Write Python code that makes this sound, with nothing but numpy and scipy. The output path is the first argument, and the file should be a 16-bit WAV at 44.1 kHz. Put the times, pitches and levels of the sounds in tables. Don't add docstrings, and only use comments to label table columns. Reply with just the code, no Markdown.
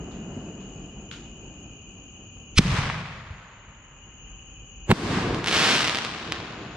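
import sys
import numpy as np
from scipy import signal
from scipy.fft import rfft, irfft, next_fast_len
from scipy.io import wavfile
from scipy.ndimage import map_coordinates

SR = 44100
rng = np.random.default_rng(int(sys.argv[2]) if len(sys.argv) > 2 else 0)


def waveform_to_disk(signal):
    frames = np.transpose(np.atleast_2d(signal))
    scaled = np.clip(frames, -1, 1) * 32767
    samples = np.round(scaled).astype(np.int16)
    wavfile.write(sys.argv[1], SR, samples)


N = 298233

# (time [s], thump level [dB], thump frequency [Hz], crack level [dB])
LIFT_FRONTS = [(2.5755, -9.5, 58.5, -29), (2.5892, -11.5, 400, -8.5), (2.5905, -2, 169, -32)]
# (time [s], thump level [dB], thump frequency [Hz], crack level [dB])
BURST_FRONTS = [(4.8942, -12.5, 129, -19), (4.9045, -8.5, 165, -11), (4.9154, -6.5, 340, 1.5),
                (4.9232, -6.5, 192, -18)]
# (time [s], thump level [dB], thump frequency [Hz], crack level [dB])
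TREE_LINE_ECHOES = [(2.606, -20.5, 255, -48), (2.654, -14.5, 165, -46), (2.725, -16.5, 142, -37),
                    (2.7865, -14.5, 121, -23), (2.8999, -35, 130, -13.5), (2.955, -24, 126, -52),
                    (3.306, -28, 85, -56), (5.173, -15, 189, -26), (5.39, -19, 330, -37)]
# (time [s], pulse level [dB])
SINGLE_STARS = [(5.346, -15.5), (5.4435, -9.5), (5.4617, -9.5), (5.473, -5.5), (5.4845, -5.5), (5.876, -7),
                (5.896, -5.5), (5.9477, -7), (5.9567, -7.5), (5.9723, -8.5), (5.9866, -8.5), (6.0494, -8.5),
                (6.3226, -4.5)]
# (time [s], pop rate [1/s])
SWARM_RATE = [(5.45, 0), (5.5, 150), (5.55, 720), (5.69, 850), (5.83, 230), (5.93, 0)]
# (time [s], reference level [dB], snap level above the reference [dB])
GROUND_SPARKS = [(0.1141, -41, -14), (0.6045, -46, -14), (1.1136, -34.5, 3), (1.124, -38.5, -3)]
# (centre [Hz], half width at half amplitude [Hz], level before dips [dB], flutter rate [1/s])
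INSECT_BANDS = [(2534, 140, -58, 14), (2866, 61.5, -56.5, 30), (2948, 167, -56, 40), (6695, 286, -53.5, 87),
                (7060, 54, -67, 25)]
# (time [s], depth [dB])
BACKGROUND_DIPS = [(2.58, 18), (4.91, 12), (5.68, 17)]
# (frequency [Hz], side minus mid [dB])
STEREO_WIDTH = [(60, -24), (110, -35.5), (200, -27.5), (380, -14), (700, -9.5), (1290, -8), (2380, -2.5),
                (4400, -2.5), (8120, 2), (15000, -3)]

# (frequency [Hz], level [dB])
GAS_SPECTRUM = [(410, -57.5), (700, -35.5), (1250, -4.5), (1630, -12.5), (2280, 0), (3030, -3.5),
                (3680, -5.5), (6180, -8), (6680, -21), (9350, -19), (15500, -62)]
# (frequency [Hz], level [dB])
CASING_SPECTRUM = [(150, -18), (330, 3.5), (550, -6), (1200, -13.5), (2000, -17), (4000, -23),
                   (6500, -37.5), (8100, -34), (9500, -44), (16000, -52)]
# (frequency [Hz], level [dB])
CRACK_SPECTRUM = [(40, -50), (200, 0), (700, 3.5), (1600, 4.5), (3000, -2.5), (5000, -19.5), (8300, -19),
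                  (10500, -27.5), (15000, -30.5)]
# (frequency [Hz], level [dB])
FAR_CRACK_SPECTRUM = [(100, -17), (500, -8.5), (1100, 9), (2300, 0.5), (4000, -18.5), (8000, -34),
                      (15000, -65)]
# (frequency [Hz], level [dB])
STAR_SPECTRUM = [(60, -30), (150, -8), (330, -1), (620, -4), (1600, 0), (3000, 1.2), (5000, -5.5),
                 (7000, -15), (10000, -24), (13000, -37), (17000, -54)]
# (frequency [Hz], level [dB])
SPARK_SPECTRUM = [(300, -32), (900, -16), (1400, 4), (2000, -1.5), (3000, 4.5), (4200, -4.5), (6000, -11.5),
                  (10000, -30), (15000, -46)]
# (frequency [Hz], level [dB])
EARLIER_ROLL_SPECTRUM = [(35, -37.5), (60, -0.5), (70, -9.5), (186, 0), (383, -8.5), (567, -18),
                         (710, -16.5), (946, -24), (1490, -28.5), (2200, -37), (2860, -70), (4840, -120)]
# (frequency [Hz], level [dB])
EMBER_SPECTRUM = [(1500, -20), (3500, 0), (5000, 0.5), (8000, -7.5), (11000, -24), (15000, -45)]
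# (frequency [Hz], level [dB])
LIFT_ROLL_SPECTRUM = [(15, -40.5), (25, -7), (75, -5.5), (101, -2.5), (134, -1.5), (190, -6.5), (319, -23),
                      (502, -22.5), (550, -37), (720, -54), (1210, -120)]
# (frequency [Hz], level [dB])
LIFT_HISS_SPECTRUM = [(240, -25), (400, -11), (580, -6), (750, -5), (1100, -1), (1400, -3.5), (2300, -3.5),
                      (4000, -11), (6200, -18), (9000, -29.5), (12000, -45), (15000, -65)]
# (frequency [Hz], level [dB])
BURST_ROLL_SPECTRUM = [(15, -42), (25, -26), (48, -4), (76, -3.5), (115, 1), (338, -1.5), (443, -4.5),
                       (496, -7), (548, -13), (750, -10.5), (980, -42), (1650, -120)]
# (frequency [Hz], level [dB])
BURST_HISS_SPECTRUM = [(290, -49), (500, -1), (545, -12.5), (1080, -2), (1390, -8), (1630, -6), (1800, -8),
                       (4540, -14.5), (8610, -28), (15000, -56)]
# (frequency [Hz], level [dB])
SWARM_ROLL_SPECTRUM = [(25, -40), (70, -14), (120, 0.5), (250, 0), (400, -8.5), (600, -17), (1200, -70)]
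# (frequency [Hz], level [dB])
SWARM_HISS_SPECTRUM = [(290, -19), (500, -8), (593, -3), (883, -1.5), (1110, 1), (2020, -2.5), (2640, -1.5),
                       (3670, -3), (5620, -9), (9650, -26), (13600, -47), (15000, -60)]
# (frequency [Hz], level [dB])
NIGHT_SPECTRUM = [(20, -20), (45, 3), (70, -6.5), (110, -7), (160, -13.5), (400, -22.5), (550, -27),
                  (700, -34), (1200, -30), (2000, -41.5), (4000, -52), (6000, -50), (9000, -63.5),
                  (13000, -82)]


def amp(db):
    return 10 ** (np.asarray(db) / 20)


def unit(x):
    return x / np.sqrt(np.mean(x ** 2) + 1e-20)


def clock():
    return np.arange(N) / SR


def along(points, hz):
    frequency, value = np.transpose(points)
    return np.interp(np.log(hz + 1), np.log(frequency + 1), value)


def wobble(rate):
    knots = rng.standard_normal(int(N * rate / SR) + 4)
    return map_coordinates(knots, [clock() * rate])


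def filtered(x, response):
    size = next_fast_len(N + SR // 2)
    hz = np.fft.rfftfreq(size, 1 / SR)
    return irfft(rfft(x, size) * response(hz), size)[..., :N]


def diffuse(spectrum, grain_db=0):
    pair = rng.standard_normal((2, N)) * amp(grain_db * wobble(900))

    def mid_side_colour(hz):
        return amp(along(spectrum, hz) + np.outer([0, 1], along(STEREO_WIDTH, hz)))

    mid, side = filtered(pair, mid_side_colour)
    return np.array([mid + side, mid - side]) / np.std(mid)


def ahead(x, lag_ms, pan_db):
    port = np.array([[.5], [-.5]])

    def response(hz):
        phase = 2 * np.pi * hz * lag_ms / 1000 / (1 + (hz / 5000) ** 2)
        shade_db = pan_db * (.5 + np.minimum(hz / 4000, 2))
        return amp(port * shade_db) * np.exp(-1j * port * phase)

    return filtered(x, response)


def dipped():
    t = clock()
    recover_db_per_s = 10.5
    dips = []
    for s, depth_db in BACKGROUND_DIPS:
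        drop = depth_db * np.clip(1 + 50 * (t - s), 0, 1)
        dips.append(drop - recover_db_per_s * np.maximum(t - s, 0))
    return amp(-np.maximum(np.max(dips, axis=0), 0))


def night():
    t = clock()
    tone = np.sin(2 * np.pi * 777 * t + 0.76 * wobble(8))
    hum = amp(-68.0 + 1.2 * wobble(2.9)) * tone
    air = amp(-47.0) * diffuse(NIGHT_SPECTRUM)
    roll_gain = amp(-36 - 7 * t + 1.8 * wobble(10.88))
    roll = roll_gain * diffuse(EARLIER_ROLL_SPECTRUM, grain_db=1.5)
    hiss_gain = amp(-69 - 4.5 * t + 1.4 * wobble(7.6))
    hiss = hiss_gain * diffuse(EMBER_SPECTRUM, grain_db=1.5)
    return ahead((air + hum + roll + hiss) * dipped(), lag_ms=.03, pan_db=1.1)


def crickets():
    out = np.zeros((2, N))
    for centre, half_width, db, flutter in INSECT_BANDS:
        noise = rng.standard_normal((2, N))
        band = filtered(noise, lambda hz: 1 / (1 + np.abs((hz - centre) / half_width) ** 3))
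        fluttering = band * amp(1.0 * wobble(2 * flutter))
        out += amp(db) * unit(fluttering)
    return ahead(out * dipped(), lag_ms=0, pan_db=1.7)


def swell(s, rise, fall):
    t = clock() - s
    return amp(-20 * np.maximum(-t / rise, t / fall))


def sparks():
    fizz = np.zeros(N)
    for s, level_db, snap_db in GROUND_SPARKS:
        fizz += amp(level_db + snap_db - 6) * swell(s, rise=0.0009, fall=0.0062)
        fizz += amp(level_db - 13.5) * swell(s, rise=.002, fall=0.17)
    return fizz * amp(.7 * wobble(100)) * diffuse(SPARK_SPECTRUM, grain_db=2.5)


def clicks(times, db, spectrum, size=2048):
    hz = np.fft.rfftfreq(size, 1 / SR)
    cepstrum = irfft(np.log(amp(along(spectrum, hz))))
    fold = np.r_[1, np.full(size // 2 - 1, 2), np.zeros(size // 2)]
    pulse = irfft(np.exp(rfft(cepstrum * fold)))
    train = np.bincount(np.round(np.asarray(times) * SR).astype(int), amp(db), N)[:N]
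    return signal.fftconvolve(train, pulse / np.abs(pulse).max())[:N]


def n_wave(x):
    return filtered(x, lambda hz: np.exp(1j * np.pi / 3.5 * hz / (hz + 300)))


def blasts(rows, colour, cycles):
    thumps = np.zeros(N)
    t = np.arange(SR // 5) / SR
    for s, db, hz, _ in rows:
        swing = np.sin(2 * np.pi * hz * t) * np.exp(-(hz * t / cycles) ** 2)
        thumps[round(s * SR):][:len(t)] += amp(db) * swing
    s, _, _, crack_db = np.transpose(rows)
    return thumps + n_wave(clicks(s, crack_db, colour))


def rolling(start_s, db, climb_db, climb_s, hold_s, fall_db_per_s, late_db, late_db_per_s):
    t = clock() - start_s
    climb = -climb_db * np.clip(1 - t / climb_s, 0, 1)
    age = np.maximum(t - climb_s - hold_s, 0)
    near = amp(-fall_db_per_s * age)
    far = amp(late_db - late_db_per_s * age)
    onset = np.clip(100 * t, 0, 1)
    return onset * amp(db + climb) * np.hypot(near, far)


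def dulled(x, since, loss_db):
    hz, t, z = signal.stft(x, SR, nperseg=512)
    travel = np.clip(t - since, -.15, 1.2)
    above_khz = np.maximum(hz / 1000 - 1.5, 0)
    absorbed = z * amp(-loss_db * above_khz[:, None] * travel)
    return signal.istft(absorbed, SR, nperseg=512)[1][:, :N]


def lift():
    jet = amp(-10.5) * swell(2.585, rise=0.013, fall=0.0084) * diffuse(GAS_SPECTRUM)[0]
    fronts = blasts(LIFT_FRONTS, CRACK_SPECTRUM, cycles=1.18)
    shot = ahead(fronts + jet, lag_ms=0.068, pan_db=-0.9)
    low = rolling(2.595, db=-28, climb_db=2.5, climb_s=0.15, hold_s=0.037,
                  fall_db_per_s=36.5, late_db=-29, late_db_per_s=1.5)
    high = rolling(2.582, db=-29.5, climb_db=10.5, climb_s=.17, hold_s=0.037,
                   fall_db_per_s=40.5, late_db=-11, late_db_per_s=13)
    roll = low * amp(1.4 * wobble(16)) * diffuse(LIFT_ROLL_SPECTRUM)
    hiss = dulled(diffuse(LIFT_HISS_SPECTRUM, grain_db=1.5), since=2.775, loss_db=5.0)
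    echo = high * amp(0.4 * wobble(45)) * hiss
    return shot + ahead(roll + echo, lag_ms=.025, pan_db=0.9)


def tree_lines():
    return ahead(blasts(TREE_LINE_ECHOES, FAR_CRACK_SPECTRUM, cycles=1.6), lag_ms=0.037, pan_db=0.0)


def burst():
    tear = amp(-12) * swell(4.914, rise=0.022, fall=0.015) * diffuse(CASING_SPECTRUM)[0]
    fronts = blasts(BURST_FRONTS, CRACK_SPECTRUM, cycles=1.3)
    bang = ahead(fronts + tear, lag_ms=.12, pan_db=-1.4)
    low = rolling(4.923, db=-28, climb_db=11.5, climb_s=0.13, hold_s=0.3,
                  fall_db_per_s=38, late_db=-13.5, late_db_per_s=-0.6)
    high = rolling(4.925, db=-30.0, climb_db=13, climb_s=0.22, hold_s=0.036,
                   fall_db_per_s=27, late_db=-11, late_db_per_s=8.5)
    roll = low * amp(1.7 * wobble(18)) * diffuse(BURST_ROLL_SPECTRUM, grain_db=2)
    echo = high * dulled(diffuse(BURST_HISS_SPECTRUM, grain_db=0.5), since=5.034, loss_db=4.5)
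    return bang + ahead(roll + echo, lag_ms=.025, pan_db=0.5)


def stars():
    level_db, scatter_db = -11, 1.9
    t = clock()
    rate = np.interp(t, *np.transpose(SWARM_RATE)).clip(0) * (t < SWARM_RATE[-1][0])
    due = np.cumsum(rate) / SR
    chance = rng.standard_normal((int(due[-1]), 2))
    turns = np.clip(np.arange(len(chance)) + chance[:, 0], 1, len(chance) - 1)
    swarm_times = np.searchsorted(due, turns) / SR
    swarm_db = level_db + scatter_db * chance[:, 1]
    single_times, single_db = np.transpose(SINGLE_STARS)
    return np.r_[swarm_times, single_times], np.r_[swarm_db, single_db]


def reply(times, db):
    t = np.arange(2 * SR) / SR
    near_fields = amp(-108 * t) ** 2
    far_woods = amp(-12.5 - 13.5 * t) ** 2
    pops = np.bincount(np.round(times * SR).astype(int), amp(db) ** 2, N)
    energy = np.abs(signal.fftconvolve(pops, near_fields + far_woods)[:N])
    return np.sqrt(energy / energy.max())


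def crackle():
    times, db = stars()
    pops = n_wave(clicks(times, db, STAR_SPECTRUM))
    bounce_s = .0064

    def bounce(hz):
        return np.exp(-2j * np.pi * hz * bounce_s) / (1 + 1j * hz / 4000)

    ground = amp(-10.5) * filtered(pops, bounce)
    answer = reply(times, db)
    grainy_hiss = dulled(diffuse(SWARM_HISS_SPECTRUM, grain_db=2.5), since=5.84, loss_db=3.0)
    hiss = amp(-24.5) * answer * grainy_hiss
    rumble = amp(-29.5) * answer ** 3 * diffuse(SWARM_ROLL_SPECTRUM, grain_db=2.5)
    direct = ahead(pops + ground, lag_ms=0.073, pan_db=-1.0)
    return direct + ahead(hiss + rumble, lag_ms=.025, pan_db=1.5)


def scene():
    return night() + crickets() + sparks() + lift() + tree_lines() + burst() + crackle()


def record(dry):
    heard = filtered(dry, lambda hz: 1j * hz / (22 + 1j * hz))
    rounded = heard / (1 + np.abs(heard) ** 8) ** (1 / 8)
    return filtered(rounded, lambda hz: hz < 15900)


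dry = scene()
out = record(dry)
waveform_to_disk(out)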